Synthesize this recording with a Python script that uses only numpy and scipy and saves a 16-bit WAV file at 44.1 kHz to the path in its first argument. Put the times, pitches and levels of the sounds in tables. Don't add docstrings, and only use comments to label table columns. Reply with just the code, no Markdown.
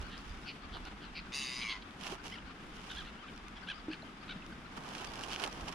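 import sys
import numpy as np
from scipy import signal
from scipy.fft import rfft, irfft
from scipy.io import wavfile
from scipy.ndimage import uniform_filter1d

SR = 44100
rng = np.random.default_rng(int(sys.argv[2]) if len(sys.argv) > 2 else 0)


def store_pcm(level_fs):
    pcm = np.round(np.clip(level_fs, -1, 1) * 32767).astype(np.int16)
    wavfile.write(sys.argv[1], SR, np.atleast_2d(pcm).T)


N = 253134
TIME = np.arange(N) / SR

# (frequency [Hz], relative level [dB])
RUB_SPECTRUM = [(880, -32), (1500, -2.5), (2030, -7), (2330, -2), (3030, 0.5), (3830, -8), (5610, -8),
                (8710, -21), (10200, -20), (13000, -22.5), (15500, -30)]


def amp(db):
    return 10 ** (np.asarray(db) / 20)


def unit(x):
    return x / np.sqrt(np.mean(x ** 2) + 1e-20)


def read(points, hz):
    f, value = np.transpose(points)
    return np.interp(np.log(hz + 1), np.log(f + 1), value)


def colour(x, points, size=1, tilt_db=0):
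    bass_hz = 500
    hz = np.fft.rfftfreq(x.shape[-1], 1 / SR)
    octaves = np.log2(np.maximum(hz / bass_hz, 1))
    gain = amp(read(points, hz / size) + tilt_db * octaves)
    return irfft(rfft(x) * gain, x.shape[-1])


def drift(count, hz):
    f = np.fft.rfftfreq(count, 1 / SR)
    return unit(irfft(rfft(rng.standard_normal(count)) / (1 + (f / hz) ** 4), count))


def add(mix, s, sound):
    part = mix[max(round(s * SR), 0):][:len(sound)]
    part += sound[:len(part)]


def pan(db):
    return amp(np.array([[db], [-db]]) / 2)


def around(pair):
    # (frequency [Hz], left-right likeness [-1 to 1])
    coherence = [(30, 0.9), (250, 0.99), (600, 0.71), (1200, 0.086), (2300, 0.31), (4500, 0.091),
                 (10000, 0.033)]
    a, b = rfft(pair)
    same = np.clip(read(coherence, np.fft.rfftfreq(N, 1 / SR)), -1, 1)
    return irfft(np.array([a, same * a + np.sqrt(1 - same ** 2) * b]), N)


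def noise(points):
    return unit(colour(around(rng.standard_normal((2, N))), points))


def grains(per_s, spread_db):
    sizes = amp(spread_db * np.minimum(rng.exponential(1, (2, N)), 4))
    signs = rng.choice([-1, 1], (2, N))
    return unit(sizes * signs * (rng.random((2, N)) < per_s / SR))


def strokes(rows, rise=0.43):
    rise = np.clip(rise, .1, .9)
    power = 0
    for s, length, db in rows:
        ramp = np.interp(TIME - s, [-rise * length, 0, (1 - rise) * length], [0, amp(db), 0])
        power = power + ramp ** 2
    return np.sqrt(power)


def rasp(jitter=0.01, waver=0.0085, beak_width_hz=330, beak_db=6, dulling=0.51):
    # (time [s], pitch [Hz], beak resonance [Hz], burst rate [1/s])
    course = [(1.32, 1246, 2750, 124), (1.365, 1420, 5600, 144), (1.425, 1356, 3250, 134),
              (1.462, 1270, 4530, 127), (1.599, 1273, 4960, 122), (1.645, 1200, 2460, 111),
              (1.69, 1125, 2130, 107), (1.785, 997, 1483, 99)]
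    # (frequency [Hz], gain [dB])
    throat_response = [(600, -9), (1120, -3.5), (1700, -8), (2150, 6), (2400, 4), (2760, 6.5), (3250, -3),
                       (3620, -1), (4250, -5), (4900, 1), (5900, -11), (6350, -2), (8100, -27), (8800, -13),
                       (9500, -10.5), (10200, -24), (15000, -28)]
    # (pitch [Hz], brightness [dB/octave], swoop [share of pitch], half lines [share])
    tension = [(1107, -2.5, 0.1, 1), (1269, 3.5, 0.336, 0.52), (1435, 8, 0.42, 0.78)]
    level_db, start_db, sag_db, end_db = -40.5, -7.5, 3.5, -13.5
    attack_s, release_s = 0.029, 0.074
    lasts, rise, fall = .86, .16, .4
    crest = .6
    scatter = .05
    flare_db = 42
    noise_share = .16

    s, *controls = np.transpose(course)
    t = np.arange(0, s[-1] - s[0], 1 / SR)
    hz, beak_hz, rate = (np.interp(s[0] + t, s, c) for c in controls)
    fade_db = np.interp(t, [0, attack_s, t[-1] - release_s, t[-1]], [start_db, 0, 0, end_db])
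    db = level_db + fade_db - sag_db * np.sin(np.pi * t / t[-1]) ** 2

    tense_hz, *voice = np.transpose(tension)
    bright_db, arch, half = (np.interp(hz, tense_hz, c) for c in voice)
    bright_db = bright_db + dulling * fade_db
    age = np.cumsum(rate * (1 + jitter * drift(len(t), 60))) / SR % 1
    flare = flare_db * arch * np.minimum(age - crest, 0)
    pitch = hz * (1 - arch * (age / crest - 1) ** 2 + arch * scatter * drift(len(t), 105))
    turns = np.cumsum(pitch) / SR
    turns -= np.maximum.accumulate(turns * (np.diff(age, prepend=1) < 0))
    turns += np.cumsum(hz * waver * drift(len(t), 350)) / SR

    tone = np.zeros(len(t))
    for k in np.arange(2, 25) / 2:
        beak = beak_db * np.exp(-((k * pitch - beak_hz) / beak_width_hz) ** 2)
        unsteady = 2 * drift(len(t), 45)
        partial_db = bright_db * np.log2(k / 2) + flare * np.log2(max(k, 2) / 4.0) + beak + unsteady
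        gain = (half if k % 1 else 1) * amp(partial_db)
        tone += gain * np.cos(2 * np.pi * (k * turns + rng.random()))

    gate = np.interp(age / lasts, [0, rise, 1 - fall, 1], [0, 1, 1, 0])
    source = gate * (unit(tone) + noise_share * rng.standard_normal(len(t)))
    sound = mirrored(colour(source, throat_response))
    sound /= np.sqrt(uniform_filter1d(sound ** 2, size=1600))
    return s[0], sound * amp(db) * signal.windows.tukey(len(t), .01)


def mirrored(x):
    late_s, gained_s, share = .00107, .00018, .66
    n = np.arange(len(x))
    delay_s = late_s - gained_s * (n / len(x)) ** 2
    return x + share * np.interp(n - SR * delay_s, n, x)


def cry(middle, length, db, hz, rough, low_hz, mid_hz, high_hz, low_db, high_db,
        swoop=0.037, uneven=0.328, closing=0.041):
    rattle_hz, harsh_hz, depth = 57, 170.6, 0.5
    arch_clear, arch_harsh = .33, 0.05
    jitter, noise_share = .12, 0.7
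    t = np.arange(-length / 2, length / 2, 1 / SR)
    u = 2 * t / length
    rattles = (rattle_hz + harsh_hz * rough ** 4) * (t + np.cumsum(uneven * drift(len(t), 130)) / SR)
    shake = np.clip(depth, 0, 1) * np.cos(2 * np.pi * rattles)
    arch = arch_clear + (arch_harsh - arch_clear) * rough
    arc = 1 + arch * (np.cos(np.pi * u) - 1) * 2 / 3
    unsteady = jitter * rough ** 1.35 * drift(len(t), 640)
    turns = np.cumsum(hz * (arc + swoop * shake + unsteady)) / SR
    tone = unit(sum(np.cos(2 * np.pi * (k * turns + rng.random() / 2)) for k in range(1, 12)))
    drive = (tone + noise_share * rough ** 2 * rng.standard_normal(len(t))) * (1 + shake)
    centres, levels = np.array([low_hz, mid_hz, high_hz]), (low_db, 0, high_db)
    opened = throat(drive, centres * (1 + closing), levels)
    closed = throat(drive, centres * (1 - closing), levels)
    sound = unit(opened * (1 - u) + closed * (1 + u))
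    return middle - length / 2, amp(db) * sound * np.cos(np.pi * u / 2) ** 2


def throat(x, centres_hz, levels_db):
    # (frequency [Hz], gain [dB])
    cry_range = [(500, -30), (1100, -1), (1700, -1), (2600, 0.5), (3500, 0.5), (4200, -1), (5000, -2),
                 (5600, -2.5), (8000, -22), (9200, -8), (13000, -25)]
    half_widths_hz = (250, 270, 390)
    valley_db = -21
    hz = np.fft.rfftfreq(len(x), 1 / SR)
    power = amp(2 * valley_db)
    for centre, db, width in zip(centres_hz, levels_db, half_widths_hz):
        power = power + amp(2 * db) / (1 + ((hz - centre) / width) ** 4)
    return unit(colour(irfft(rfft(x) * np.sqrt(power), len(x)), cry_range))


def near_gulls():
    # (middle [s], length [s], level before its fades [dB], top of the pitch arch [Hz],
    # roughness [0-1], low, middle and high resonance [Hz], low and high against the middle one [dB])
    short_cries = [ (.138, 0.12, -52, 618, .9, 1520, 3030, 3860, 4, -2),
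                   (.492, 0.094, -46, 517, .8, 2450, 2850, 4500, 0, -1.5),
                   (0.754, 0.093, -51, 624, .8, 1700, 3260, 4200, -9, -4),
                   (0.867, 0.068, -53, 728, .55, 1300, 2670, 3900, -2, -1),
                   (1.039, 0.092, -54, 777, .88, 1500, 3030, 4400, 2, -5),
                   (1.176, 0.082, -44.5, 516, .85, 2310, 2700, 4470, -2, -0.5),
                   (1.626, .048, -42, 600, .85, 2392, 3000, 4000, -2, -5),
                   (1.712, .085, -41.5, 539.5, .8, 2500, 3100, 4150, -7, -1),
                   (1.826, 0.03, -55, 802, .6, 2275, 3200, 4000, -2, 0),
                   (2.339, 0.085, -48, 1068, .35, 2050, 2930, 5000, -1, -8),
                   (2.508, 0.051, -56, 613, .3, 1240, 2400, 4300, 11, -4),
                   (2.71, .065, -65, 1256, .2, 1300, 2520, 3800, 8, -6),
                   (2.917, 0.071, -46.5, 776, .48, 1450, 3340, 3680, -0.5, -7),
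                   (2.99, .11, -46, 842, .4, 1450, 3370, 3950, -2.5, -8),
                   (3.023, 0.024, -51.5, 1285, .13, 1310, 2600, 3900, 9, -8),
                   (3.073, 0.09, -52.5, 681, .6, 1580, 2780, 3860, 4.5, -2),
                   (3.245, 0.059, -52.5, 1297, .45, 1300, 2600, 4270, 13, -4.5),
                   (3.288, 0.062, -53, 792, .5, 1400, 2530, 3230, -1, -2),
                   (3.572, 0.05, -56, 870, .66, 1750, 3340, 5030, -7, -11),
                   (3.702, .08, -40, 841, .47, 1470, 2880, 3520, -1, -6),
                   (3.929, .074, -47.5, 878, .55, 1470, 2650, 4450, -0.5, -5),
                   (4.309, 0.08, -45, 758, .52, 1330, 2540, 3640, 2.5, 1),
                   (4.366, 0.03, -56.5, 601, .6, 1600, 2900, 4600, 5, -7),
                   (4.525, 0.032, -55.5, 1550, .2, 1550, 3000, 4600, 15, 0),
                   (5.328, .076, -47.5, 619, .7, 1400, 3030, 4600, -15, -9)]
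    out = np.zeros(N)
    add(out, *rasp())
    for row in short_cries:
        add(out, *cry(*row))
    return out


def far_flock(count=80, level_db=-66, spread_db=7, variety=0.29):
    rough = .42
    throat_hz, low_db, high_db = np.array([1330, 2700, 3960]), 8.5, -0.5
    out = np.zeros((2, N))
    for k, (when, length, loud, pitch, size) in enumerate(rng.random((count, 5))):
        middle = (k + when) / count * N / SR
        db, hz = level_db + spread_db * loud, 1150 + 450 * pitch
        centres = throat_hz * (1 + variety * (2 * size - 1))
        add(out[k % 2], *cry(middle, .05 + .09 * length, db, hz, rough, *centres, low_db, high_db))
    return around(out)


def shore(x, early_db=-12, early_s=0.0069, tail_db=-16):
    # (frequency [Hz], time to fall 60 dB [s])
    decay = [(300, 0.41), (2500, 0.35), (6000, 0.59), (12000, 0.046)]
    t = np.arange(SR // 2) / SR
    early, taps = rng.standard_normal((2, 2, len(t)))
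    early *= np.exp(-t / early_s)
    hz, age, z = signal.stft(taps, SR, nperseg=256)
    fading = z * amp(-60 * age / read(decay, hz)[:, None])
    tail = signal.istft(fading, SR, nperseg=256)[1][:, :len(t)]
    echo = amp(early_db) * early / np.linalg.norm(early[0]) + amp(tail_db) * tail / np.linalg.norm(tail[0])
    return x + signal.fftconvolve(x, echo, axes=1)[:, :N]


def rustle(rub_db=10, drag_db=2):
    # (fastest [s], length [s], relative bag rustle [dB], relative sleeve scrape [dB])
    moves = [(0.023, 0.067, -67, -55.5), (0.294, 1, -74.5, -68), (0.77, 0.057, -90, -51.5),
             (0.874, 0.046, -72, -53.5), (2.07, 0.15, -60.5, -53), (2.13, 0.12, -61, -49.5),
             (2.27, 0.081, -63, -54.5), (2.31, 0.12, -67.5, -65), (2.952, 0.51, -67.5, -61.5),
             (4.777, 0.039, -65, -49.5), (4.883, 0.36, -69.5, -54), (5.021, 0.26, -62.5, -52),
             (5.2, 0.46, -64, -52), (5.244, 0.038, -58, -51), (5.337, 0.21, -59.5, -50.5),
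             (5.441, 0.12, -54.5, -43), (5.479, 0.029, -66, -44), (5.608, 0.4, -67, -54.5),
             (5.69, 0.064, -62.5, -46.5), (5.73, 0.11, -68, -56.5)]
    # (frequency [Hz], relative level [dB])
    drag_spectrum = [(200, -14.5), (330, 1), (520, -5), (800, 3), (1300, 0), (1900, -10), (3000, -24),
                     (4500, -30)]
    clump_db = 3.3
    crackle_db, crackle_tilt_db = .5, 1.5
    speed_up = 0.65
    clumps = amp(clump_db * np.minimum(drift(N, 54), 2))
    fizz = unit(colour(around(clumps * grains(per_s=5000, spread_db=2.5)), RUB_SPECTRUM))
    stray = around(grains(per_s=300, spread_db=3.6))
    fizz += amp(crackle_db) * unit(colour(stray, RUB_SPECTRUM, 0.99, crackle_tilt_db))
    scrape = unit(colour(around(grains(per_s=3500, spread_db=4)), drag_spectrum))
    s, length, bag, sleeve = np.transpose(moves)
    fizz *= strokes(zip(s, length, bag + rub_db), speed_up)
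    scrape *= strokes(zip(s, length, sleeve + drag_db), speed_up)
    return fizz * pan(db=-3.0) + scrape * pan(db=-7.5)


def snaps():
    # (time [s], relative peak [dB])
    crinkles = [(0.179, -39), (0.853, -36), (1.9091, -40), (2.0446, -34), (2.0686, -29), (2.2656, -36),
                (3.3623, -41), (3.378, -38), (3.483, -38), (4.4644, -42), (4.9516, -27.5), (4.9822, -38),
                (5.049, -31), (5.1927, -33), (5.2107, -32), (5.237, -27), (5.247, -32), (5.305, -33),
                (5.3169, -30), (5.3614, -22.5), (5.4001, -25.5), (5.4438, -29), (5.476, -32), (5.5274, -34),
                (5.611, -36), (5.684, -30), (5.7255, -34)]
    decay_s, level_db = .0008, -2.5
    tilt_db, big_db = -1.5, -24
    brighter = .3
    out, t = np.zeros(N), np.arange(512) / SR
    lead = len(t) // 10
    for s, db in crinkles:
        flip = np.roll(rng.standard_normal(len(t)) * np.exp(-t / decay_s), shift=lead)
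        crack = colour(flip, RUB_SPECTRUM, 1.0, tilt_db + brighter * (big_db - db))
        add(out, s - lead / SR, amp(db + level_db) * crack / abs(crack).max())
    return out * pan(db=-6.0)


def from_right(pair, count=2):
    return np.array([np.roll(pair[0], count), pair[1]])


def brief_rings(rise_s=0.00018):
    # (time [s], level at the start of the decay [dB], starting frequency [Hz],
    # time to fall 60 dB [s], glide [octaves/s])
    ring_rows = [(2.124, -36.5, 405, 0.053, -5), (2.385, -38, 3000, 0.014, -8),
                 (3.883, -31.5, 313, 0.096, -0.5), (3.902, -37, 322, 0.089, -2.5),
                 (3.934, -27, 2850, 0.0066, -8), (4.022, -47.5, 4050, 0.033, 6), (4.03, -44, 638, 0.043, 5),
                 (4.36, -38, 194, 0.069, -13), (4.422, -48, 2780, 0.047, -17)]
    out, t = np.zeros(N), np.arange(SR // 6) / SR
    for s, db, hz, t60, glide in ring_rows:
        ring = np.sin(2 * np.pi * np.cumsum(hz * 2 ** (glide * t)) / SR)
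        add(out, s, ring * amp(db - 60 * t / t60) * (1 - np.exp(-t / rise_s)))
    return out


def wash_and_low_swells(wash_db=-53.5, low_db=-2.5, swell_db=1, ripple_db=2):
    # (frequency [Hz], relative level [dB])
    wash_spectrum = [(59, -5), (100, -26), (146, -7), (184, 2), (248, -2), (552, -15.5), (742, -7.5),
                     (936, -7.5), (1260, -4.5), (1840, -9), (3540, -14.5), (4280, -22.5), (4860, -20.5),
                     (9950, -39), (15500, -65)]
    low_spectrum = [(70, -11), (130, -4.5), (200, -1), (300, -4), (420, -9.5), (700, -18.5), (1500, -38)]
    # (time [s], relative level [dB])
    low_course = [(0, -53.5), (1.7, -56), (2.1, -54), (4.2, -56), (5.4, -50.5)]
    s, levels = np.transpose(low_course)
    wash = noise(wash_spectrum) * amp(wash_db + swell_db * drift(N, 40.0))
    low_level_db = np.interp(TIME, s, levels) + low_db + ripple_db * drift(N, 10)
    return wash + noise(low_spectrum) * amp(low_level_db)


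def wind(gusty_db=3):
    # (frequency [Hz], relative level [dB])
    rumble_spectrum = [(15, -8), (29, 0), (39, 9), (55, 1), (75, -2.5), (120, -11), (300, -59)]
    # (strongest [s], length [s], level [dB])
    gusts = [(.01, 0.087, -39.5), (.32, 0.25, -47), (2.4, 0.67, -61.5), (3.02, 0.43, -53),
             (4.5, 0.73, -57.5), (5.1, 0.17, -53), (5.63, 0.17, -50)]
    breeze_db, drop_db_per_s = -57.5, 1
    breeze = amp(breeze_db - drop_db_per_s * TIME + gusty_db * drift(N, 4.3))
    return noise(rumble_spectrum) * np.hypot(breeze, strokes(gusts)) * pan(db=-3.5)


def scene():
    gulls = shore(near_gulls() * pan(db=0.5) + far_flock() * pan(db=16.5))
    feeder = from_right(rustle() + snaps())
    return gulls + wash_and_low_swells() * pan(db=1.5) + brief_rings() + wind() + feeder


def record(dry):
    # (frequency [Hz], gain [dB])
    treble = [(10500, 1.5), (13000, -9), (15500, -17)]
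    edge_hz = 15600
    low_pass = signal.firwin(511, edge_hz, window=("kaiser", 9), fs=SR)
    return signal.oaconvolve(colour(dry, treble), low_pass[None], "same")


dry = scene()
out = record(dry)
store_pcm(out)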